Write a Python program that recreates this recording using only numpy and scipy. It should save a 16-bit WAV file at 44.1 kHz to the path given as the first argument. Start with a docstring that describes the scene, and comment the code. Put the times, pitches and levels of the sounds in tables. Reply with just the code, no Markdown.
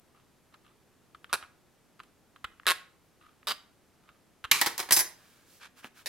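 """In a small, quiet workshop, hand snips cut a piece of thin sheet steel held in a gloved hand over a workbench.
Close to the microphones, three cuts crunch as the blades stick and slip; each slip kicks the damped sheet.
The fourth cut snaps through, the jaws shudder, and the offcut bounces and rings further away.
Around the cuts the blades tick against the sheet and slide on it; after the snap the glove rubs the sheet,
fingers knock it and its edge skips on the blade. Filtered noise makes the room air and the reverberant tail."""
import sys
import numpy as np
from scipy import signal
from scipy.fft import rfft, irfft
from scipy.io import wavfile
from scipy.ndimage import uniform_filter1d

SR = 44100
rng = np.random.default_rng(int(sys.argv[2]) if len(sys.argv) > 2 else 0)


def wav_out(sig):
    """Save sig, one row per channel (or a flat mono array), as 16-bit PCM at SR to the path in sys.argv[1]."""
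    wavfile.write(sys.argv[1], SR, np.round(np.clip(np.atleast_2d(sig).T, -1, 1) * 32767).astype(np.int16))


N = 268128  # samples in the scene

SIZE = 16384  # samples in one contact sound
HZ = np.fft.rfftfreq(SIZE, 1 / SR)
T = np.arange(SIZE) / SR


def amp(db):
    """Decibels to gain."""
    return 10 ** (np.asarray(db) / 20)


def unit(x):
    """Scales to a mean energy of one per channel."""
    return x / np.sqrt(np.sum(np.atleast_2d(x) ** 2, 1).mean() + 1e-20)


def read(points, hz):
    """Reads a table on a log-frequency axis."""
    f, value = np.transpose(points)
    return np.interp(np.log(hz + 1), np.log(f + 1), value)


def add(mix, s, sound):
    """Mixes a stereo sound in at time s."""
    part = mix[:, round(s * SR):][:, :sound.shape[1]]
    part += sound[:, :part.shape[1]]


# left-right likeness of scattered sound: freq_hz, likeness (0..1)
LIKENESS = [(60, 0.33), (400, 0.68), (1300, 0.83), (4000, 0.73), (7500, 0.34), (15000, 0.12)]


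def noise(size, colour=None):
    """Stereo noise of rms one, most alike left and right in the middle range and least in the treble."""
    hz = np.fft.rfftfreq(size, 1 / SR)
    left, other = rfft(rng.standard_normal((2, size)))
    same = np.clip(read(LIKENESS, hz), 0, 1)
    right = same * left + np.sqrt(1 - same ** 2) * other
    gain = amp(read(colour, hz)) if colour else 1
    return unit(irfft(np.array([left, right]) * gain, size)) * np.sqrt(size)


def grain(length, rough_db, size):
    """Random lumps about size steps long, as a gain of rms one."""
    flutter = unit(uniform_filter1d(rng.standard_normal(length), size)) * np.sqrt(length)
    return unit(amp(rough_db * flutter)) * np.sqrt(length)


def body(colour, resonances=()):
    """Response in dB of an object: a broad colour with resonant peaks on it."""
    peaks = sum(db / (1 + (2 * (HZ - hz) / width) ** 2) for hz, width, db in resonances)
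    return read(colour, HZ) + peaks


def through(x, response_db):
    """Passes x through a causal (minimum-phase) response."""
    log_gain = np.log(amp(np.r_[response_db, response_db[-2:0:-1]]))
    response = np.exp(np.conj(signal.hilbert(log_gain)))[:len(HZ)]
    return irfft(rfft(x) * response, SIZE)


def scatter(t60):
    """Dense, ragged bending waves dying away in the metal."""
    return unit(noise(SIZE) * grain(SIZE, rough_db=1.5, size=40) * amp(-60 * T / t60))


def blow(response_db, bright_db, click, waves):
    """A sharp click and the waves it starts, through a body; harder contact is brighter."""
    treble = np.clip(np.log(np.maximum(HZ, 1) / 1300) / np.log(7), 0, 1)  # 0 at 1.3 kHz, 1 at 9.1 kHz
    # bending waves carry the treble faster than the bass, so the click spreads into a tiny chirp
    travel_s = rng.uniform(.0009, .0014)  # at 1 kHz
    chirp = irfft(np.exp(-4j * np.pi * travel_s * np.sqrt(1000 * HZ)), SIZE)
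    return unit(through(click * chirp + waves, response_db + bright_db * treble))


REBOUNDS = 3  # contacts in each chatter, the first included
REBOUND_DULL_DB, REBOUND_RING_DB = 4, 4  # each rebound is duller and sets less ringing going


def rebounds(rows):
    """Each contact chatters, losing level and brightness: rows start_s, level_db, bright_db."""
    return [(s + k * gap, db - k * loss_db, bright_db - k * REBOUND_DULL_DB)
            for s, db, bright_db, gap, loss_db in rows for k in range(REBOUNDS)]


SLIP_JITTER_S, SLIP_SPREAD_DB, SLIP_COLOUR_DB = .0002, 1.17, 2  # how much one slip differs from the next


def slips(start, length, rate, db, fade_db, bright_db):
    """Steel sticks and slips at a nearly even rate, fading by fade_db: rows start_s, level_db, bright_db."""
    s = np.arange(0, length, 1 / rate)
    late, strong, hard = rng.standard_normal((32, 3))[:len(s)].T
    level_db = db - fade_db * (s / length) ** 2 + SLIP_SPREAD_DB * strong
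    return np.transpose([start + s + SLIP_JITTER_S * late, level_db, bright_db + SLIP_COLOUR_DB * hard])


def knocks(rows, response_db, click, t60):
    """Separate short contacts, each a click with its own scattered waves."""
    out = np.zeros((2, N))
    for s, db, bright_db in rows:
        add(out, s, amp(db) * blow(response_db, bright_db, click, scatter(t60)))
    return out


def stroke(start, length, db, skew):
    """Gain of one rubbing movement, which speeds up and slows to a stop."""
    progress = np.clip((np.arange(N) / SR - start) / length, 0, 1)
    return amp(db) * np.sin(np.pi * progress ** skew)  # skew below 1 peaks early, above 1 late


# quiet air of the workshop: freq_hz, level_db
AIR = [(10, -13), (40, -9.5), (80, -4), (190, -4.5), (350, -6), (560, -11), (1700, -18), (3700, -23),
       (13000, -26.5), (16000, -36.5)]


def room_air():
    """Steady coloured noise under the handwork."""
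    return amp(-65.5) * noise(N, AIR)


# how long the workshop rings: freq_hz, t60_s
ROOM_T60 = [(150, 0.51), (660, 0.47), (1740, 0.39), (4600, 0.33), (12000, 0.25)]


def workshop(x, colour, wet_db, build_s):
    """A short, dense tail from shelves and walls, each band dying at its own speed."""
    hz, t, bands = signal.stft(noise(SR, colour), SR, nperseg=256)
    decay = amp(-60 * t / read(ROOM_T60, hz)[:, None])
    tail = signal.istft(bands * decay, SR, nperseg=256)[1][:, :SR]
    tail *= 1 - np.exp(-np.arange(SR) / SR / build_s)
    return x + amp(wet_db) * signal.fftconvolve(x, unit(tail), axes=1)[:, :N]


# the glove shifts on the sheet: start_s, length_s, level_db, grip (0 light brushing .. 1 firm rubbing)
GLOVE = [(5.025, 0.51, -63.5, 0.48), (5.452, 0.18, -60.5, 0.027), (5.596, 0.087, -49, 1),
         (5.755, 0.071, -56.5, 0.61), (5.819, 0.07, -52.5, .82), (5.939, .1, -56, .65)]
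# colour of light brushing, then of firm rubbing: freq_hz, level_db
BRUSH = [(200, -16), (1000, -6), (4000, -0.5), (12000, -2), (16000, -5)]
RUB = [(120, -57.5), (200, -30), (659, -17), (1650, -3.5), (2090, -15), (2290, -9), (11900, -27.5),
       (14600, -29), (16000, -73)]


def glove():
    """Cloth friction on the sheet: smooth hiss when light, lumpy rasp when firm."""
    rasp = noise(N, RUB) * grain(N, rough_db=2.0, size=90)
    hiss = noise(N, BRUSH)
    cloth = np.zeros((2, N))
    for start, length, db, grip in GLOVE:
        firm = np.clip(grip, 0, 1)
        cloth += stroke(start, length, db, skew=1.06) * (np.sqrt(firm) * rasp + np.sqrt(1 - firm) * hiss)
    return cloth


# steel slides on steel under light pressure: start_s, length_s, level_db
SLIDES = [(0.136, 0.12, -67.5), (0.521, 0.057, -66), (0.638, 0.13, -67), (1.291, 0.15, -55.5),
          (3.205, 0.16, -61.5), (4.027, .2, -67.5)]
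# colour of the blades touching the sheet, also used by ticks and bites: freq_hz, level_db
TICK_COLOUR = [(25, -19), (70, -8), (220, -25), (800, -17), (1250, 2), (1750, -7.5), (2200, -11.5),
               (2900, -8.5), (4000, -14), (5500, -27), (12000, -28.5), (16000, -41.5)]
# the resonance that sliding brings out: freq_hz, width_hz, boost_db
SING = [(1230, 120, 7.5)]


def slides():
    """Grainy sliding friction of the blade makes the sheet sing faintly."""
    strokes = sum(stroke(*row, skew=0.45) for row in SLIDES)
    rubbing = strokes * noise(N) * grain(N, rough_db=4.5, size=160)
    impulse = 1.0 * (T == 0)
    sheet = unit(through(impulse, body(TICK_COLOUR, SING)))
    return signal.fftconvolve(rubbing, sheet[None], axes=1)[:, :N]


# the sheet knocks on the gloved fingers as it is turned:
# start_s, level_db, bright_db, rebound_gap_s, rebound_loss_db
REGRIP = [(5.8444, -16, -2.5, .0078, 7.5), (5.872, -33, 3, 0.0054, 9)]
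# colour of those knocks: freq_hz, level_db
FINGERS = [(40, -25), (250, 1), (600, -7), (1500, -1.5), (3200, -8), (5000, -23), (16000, -25)]


def regrip():
    """Quickly damped knocks of sheet on glove, each with rebounds."""
    return knocks(rebounds(REGRIP), body(FINGERS), click=1.0, t60=0.013)


# blades seat on the sheet or ease off it: start_s, level_db, bright_db, rebound_gap_s, rebound_loss_db
TICKS = [(.5418, -29, -1, .005, 5), (.6648, -35, 1, .014, 4.5), (1.1471, -21.5, -9.5, .004, 12),
         (1.4262, -19, -11, .01, 5), (1.994, -29, 3, .006, 22), (2.001, -18, -8.5, .004, 9),
         (2.034, -34.5, 7, .005, 10), (2.3607, -27.5, -4, .004, 9.5), (2.4432, -11, 1.5, .0025, 1.5),
         (4.0897, -29.5, -3.5, .005, 7), (4.4412, -12.5, 3, .0048, 0)]


def ticks():
    """Small chattering contacts of blade on sheet."""
    return knocks(rebounds(TICKS), body(TICK_COLOUR), click=0.45, t60=.026)


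# the edges take up the load and bite into the steel: start_s, level_db, bright_db
BITES = [(1.2439, -20.5, -1), (2.598, -24, -7), (2.6328, -32.5, -2.5), (2.6561, -22.5, -5),
         (3.4298, -33, -2)]
# resonance of a bite: freq_hz, width_hz, boost_db
BITE_RING = [(1830, 510, 12.5)]


def bites():
    """Single contacts without rebounds, resonant and quickly damped."""
    return knocks(BITES, body(TICK_COLOUR, BITE_RING), click=0.42, t60=0.014)


# the sheet's edge skips along the open blade, one row:
# start_s, length_s, slips_per_s, slip_level_db, end_fade_db, bright_db
SKIP = (6.0595, .018, 204.5, -10.5, 0, 2)
# colour of the skipping: freq_hz, level_db
SKIP_COLOUR = [(120, -55), (200, -20), (791, -10), (1300, -20.5), (1810, -7), (3250, -15), (3900, -7.5),
               (5730, -8), (6280, -14.5), (14100, -18), (16000, -23)]
# resonances of the edge: freq_hz, width_hz, boost_db
EDGE = [(780, 150, 1), (1810, 150, 7), (3860, 260, 8), (10200, 370, 10), (12100, 400, 9)]


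def skip():
    """A quick run of stick-slip contacts of edge on blade."""
    return knocks(slips(*SKIP), body(SKIP_COLOUR, EDGE), click=0.26, t60=0.052)


# the offcut lands and tumbles:
# start_s, level_db, bright_db, rebound_gap_s, rebound_loss_db, free_ring_db
BOUNCES = [(4.6133, 6.5, 4.5, 0.0036, 5, -16), (4.6614, 0.5, 4.5, 0.0048, 1.5, -15.5),
           (4.7794, -4.5, 15.5, .006, 11, -15), (4.792, -6, -3, .004, 5, -22.5),
           (4.8005, -3.5, 3.5, .005, 9.5, -17), (4.828, -14.5, -5.5, .004, 11, -26),
           (4.889, -13, -8, .005, 8.5, -40), (4.908, 4.5, 1, .006, 10, -7), (4.922, 6, 8, .005, 6.5, 10.5),
           (4.9646, -1, 8, .0045, 0.5, 4.5), (4.991, -2.5, 2.5, .008, 2.1, 3)]
# colour of the bench: freq_hz, level_db
BENCH = [(40, -23), (200, -12), (400, -6), (600, -6.5), (920, 0), (1300, -4.5), (1950, 1.5), (2700, -7.5),
         (4300, -3.5), (6500, -9.5), (12000, -11), (16000, -14)]
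# modes of the free offcut: freq_hz, level_db, t60_s
OFFCUT = [(5000, -2.5, 0.2), (5450, -3.5, 0.15), (6130, 0.5, .17), (6150, -1.5, 0.16), (7440, -4.5, .2),
          (8000, -4, 0.11), (9900, -12, .35), (10350, 3, 0.17), (10640, -2, .16), (11800, -7, .17),
          (13090, 3, 0.14), (14372, -11, .17)]
# its many lesser modes: freq_hz, level_db
SLIVER = [(1000, -28.5), (4000, -14), (5200, 1.5), (7000, -7), (11000, 1.5), (16000, -5.5)]


def offcut(ring_db, jangle_db, jangle_t60, knock_t60, spread, rest_s, rest_t60):
    """Each landing knocks the bench and sets the sliver ringing with a new mix of its modes."""
    taps, rings, bench = np.zeros((2, N)), np.zeros((2, N)), body(BENCH)
    hz, mode_db, t60 = np.transpose(OFFCUT)[:, :, None]
    modes = amp(mode_db - 60 * T / t60) * np.exp(2j * np.pi * hz * T)
    for *landing, loss_db, free_db in BOUNCES:
        for k, (s, db, bright_db) in enumerate(rebounds([(*landing, loss_db)])):
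            size, turn = rng.standard_normal((2, 2, len(OFFCUT)))
            phase = 2 * np.pi * rng.random(len(OFFCUT)) + spread * turn  # spread parts left from right
            ring = unit(((amp(1.4 * size) * np.exp(1j * phase)) @ modes).real)
            jangle = unit(through(scatter(jangle_t60), body(SLIVER)))
            ringing = amp(ring_db) * ring + amp(jangle_db) * jangle
            add(taps, s, amp(db) * blow(bench, bright_db, 0.18, scatter(knock_t60)))
            add(rings, s, amp(free_db - k * (loss_db + REBOUND_RING_DB)) * ringing)
    resting_s = np.maximum(np.arange(N) / SR - rest_s, 0)  # lying flat, it is damped by the bench
    return taps + rings * amp(-60 * resting_s / rest_t60)


# the last bridge of steel gives, then breaks and the jaws slam shut:
# start_s, level_db, bright_db, rebound_gap_s, rebound_loss_db
SNAP = [(4.5125, -7, 0, 0.0022, 13.5), (4.5142, 8.5, 2.5, .0016, 2)]
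# colour of the break, then of the jaws: freq_hz, level_db
SNAP_COLOUR = [(35, -61.5), (60, -28.5), (785, -21.5), (1060, -10), (1910, -3), (2710, -9), (4030, -8),
               (4420, -11), (5210, -10), (8710, -16), (10800, -16), (12400, -7), (16000, -26)]
JAW_COLOUR = [(41, -53), (70, -22), (412, -14), (649, -20.5), (1120, -2), (1310, -10), (2660, -3.5),
              (3490, -11), (4000, -7), (12500, -13), (16000, -25)]
# resonances of the jaws: freq_hz, width_hz, boost_db
JAWS = [(1119, 120, 5), (1907, 100, 3.5), (2340, 140, 7.5), (3080, 300, 4), (4060, 370, 4),
        (12500, 440, 5.5)]


def snap(ring_db, ring_t60):
    """The break cracks, and the released jaws and spring shudder on."""
    crack = knocks(rebounds(SNAP), body(SNAP_COLOUR, JAWS), click=0.22, t60=0.024)
    shudder = unit(through(scatter(ring_t60), body(JAW_COLOUR, JAWS)))
    add(crack, SNAP[0][0], amp(ring_db) * shudder)
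    return crack


def cut(squeeze, response_db, click, shiver, ring, ring_t60):
    """Each slip of the blades kicks the same gloved, quickly damped sheet."""
    out, sheet = np.zeros((2, N)), scatter(ring_t60)
    for s, db, bright_db in slips(*squeeze):
        # part of the ringing repeats from slip to slip, part is new
        waves = shiver * scatter(0.014) + ring * (sheet + 0.99 * scatter(ring_t60))
        add(out, s, amp(db) * blow(response_db, bright_db, -click, waves))
    return out


# each squeeze of the snips: start_s, length_s, slips_per_s, slip_level_db, end_fade_db, bright_db
CUTS = [(1.3291, 0.027, 193, 0, 15, -1), (2.6669, .055, 181.5, 1, 1.5, .5),
        (3.4709, .053, 207, -6.5, 1.5, 1)]
# colour of the sheet in each cut: freq_hz, level_db
SHEET_1 = [(29, -59.5), (50, -29), (646, -16), (1050, -6), (1430, -4.5), (2010, -17), (2380, -10),
           (3410, -18.5), (3850, -13.5), (6710, -21.5), (11100, -15), (16000, -36)]
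SHEET_2 = [(29, -67.5), (50, -33), (284, -27), (507, -15), (765, -18), (1070, -6), (1430, -4.5), (1870, -9),
           (4140, -12.5), (6090, -23.5), (11400, -18.5), (16000, -33.5)]
SHEET_3 = [(59, -67), (100, -45), (210, -15.5), (308, -23.5), (461, -12), (721, -12.5), (1150, -5),
           (2520, -11.5), (2860, -8.5), (4670, -10), (6020, -18), (12900, -17.5), (16000, -28)]
# resonances of the sheet, held flat and then turned: freq_hz, width_hz, boost_db
FLAT = [(370, 120, 4.5), (1085, 60, 3.5), (1430, 80, 5), (1670, 130, 3.5), (2700, 230, 4.5), (3880, 250, 5),
        (8750, 3400, 2)]
TURNED = [(1150, 150, 5.4), (1340, 82, 4.2), (3000, 320, 6), (3820, 250, 7.3), (4820, 470, 8.8)]


def three_cuts():
    """Three stick-slip crunches, the sheet held flat for two and turned for the third."""
    first = cut(CUTS[0], body(SHEET_1, FLAT), click=0.65, shiver=0.53, ring=.35, ring_t60=.04)
    second = cut(CUTS[1], body(SHEET_2, FLAT), click=0.91, shiver=.6, ring=.5, ring_t60=0.044)
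    third = cut(CUTS[2], body(SHEET_3, TURNED), click=0.71, shiver=0.69, ring=0.57, ring_t60=0.049)
    return first + second + third


# what the hand-held sheet radiates into the room: freq_hz, level_db
SPILL = [(300, -0.5), (1100, -5), (2200, 1), (4000, -1.5), (6500, 1.5), (14000, -1.5)]


def scene():
    """The handwork is close and slightly right of centre; the offcut lands further away."""
    held = glove() + slides() + regrip() + ticks() + bites() + skip()
    held += snap(ring_db=8.0, ring_t60=0.43) + three_cuts()
    fallen = offcut(ring_db=-0.5, jangle_db=0.5, jangle_t60=.16, knock_t60=0.06,
                    spread=.9, rest_s=5.01, rest_t60=0.12)
    heard = workshop(held, SPILL, wet_db=-15.5, build_s=0.0042)
    heard += workshop(fallen, None, wet_db=-11.5, build_s=0.0069)
    lag_s = 2e-5  # the sound reaches the left microphone a little later
    delay = np.exp(-2j * np.pi * np.fft.rfftfreq(N, 1 / SR) * lag_s)
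    heard[0] = irfft(rfft(heard[0]) * delay, N)
    return heard * amp([[-.1], [1.1]]) + room_air()  # left and right gains in dB


def record(dry):
    """The recorder's band limit: a steep low-pass at 16.1 kHz."""
    lowpass = signal.firwin(255, 16100, window=("kaiser", 9), fs=SR)
    return signal.oaconvolve(dry, lowpass[None], "same")


dry = scene()
out = record(dry)
wav_out(out)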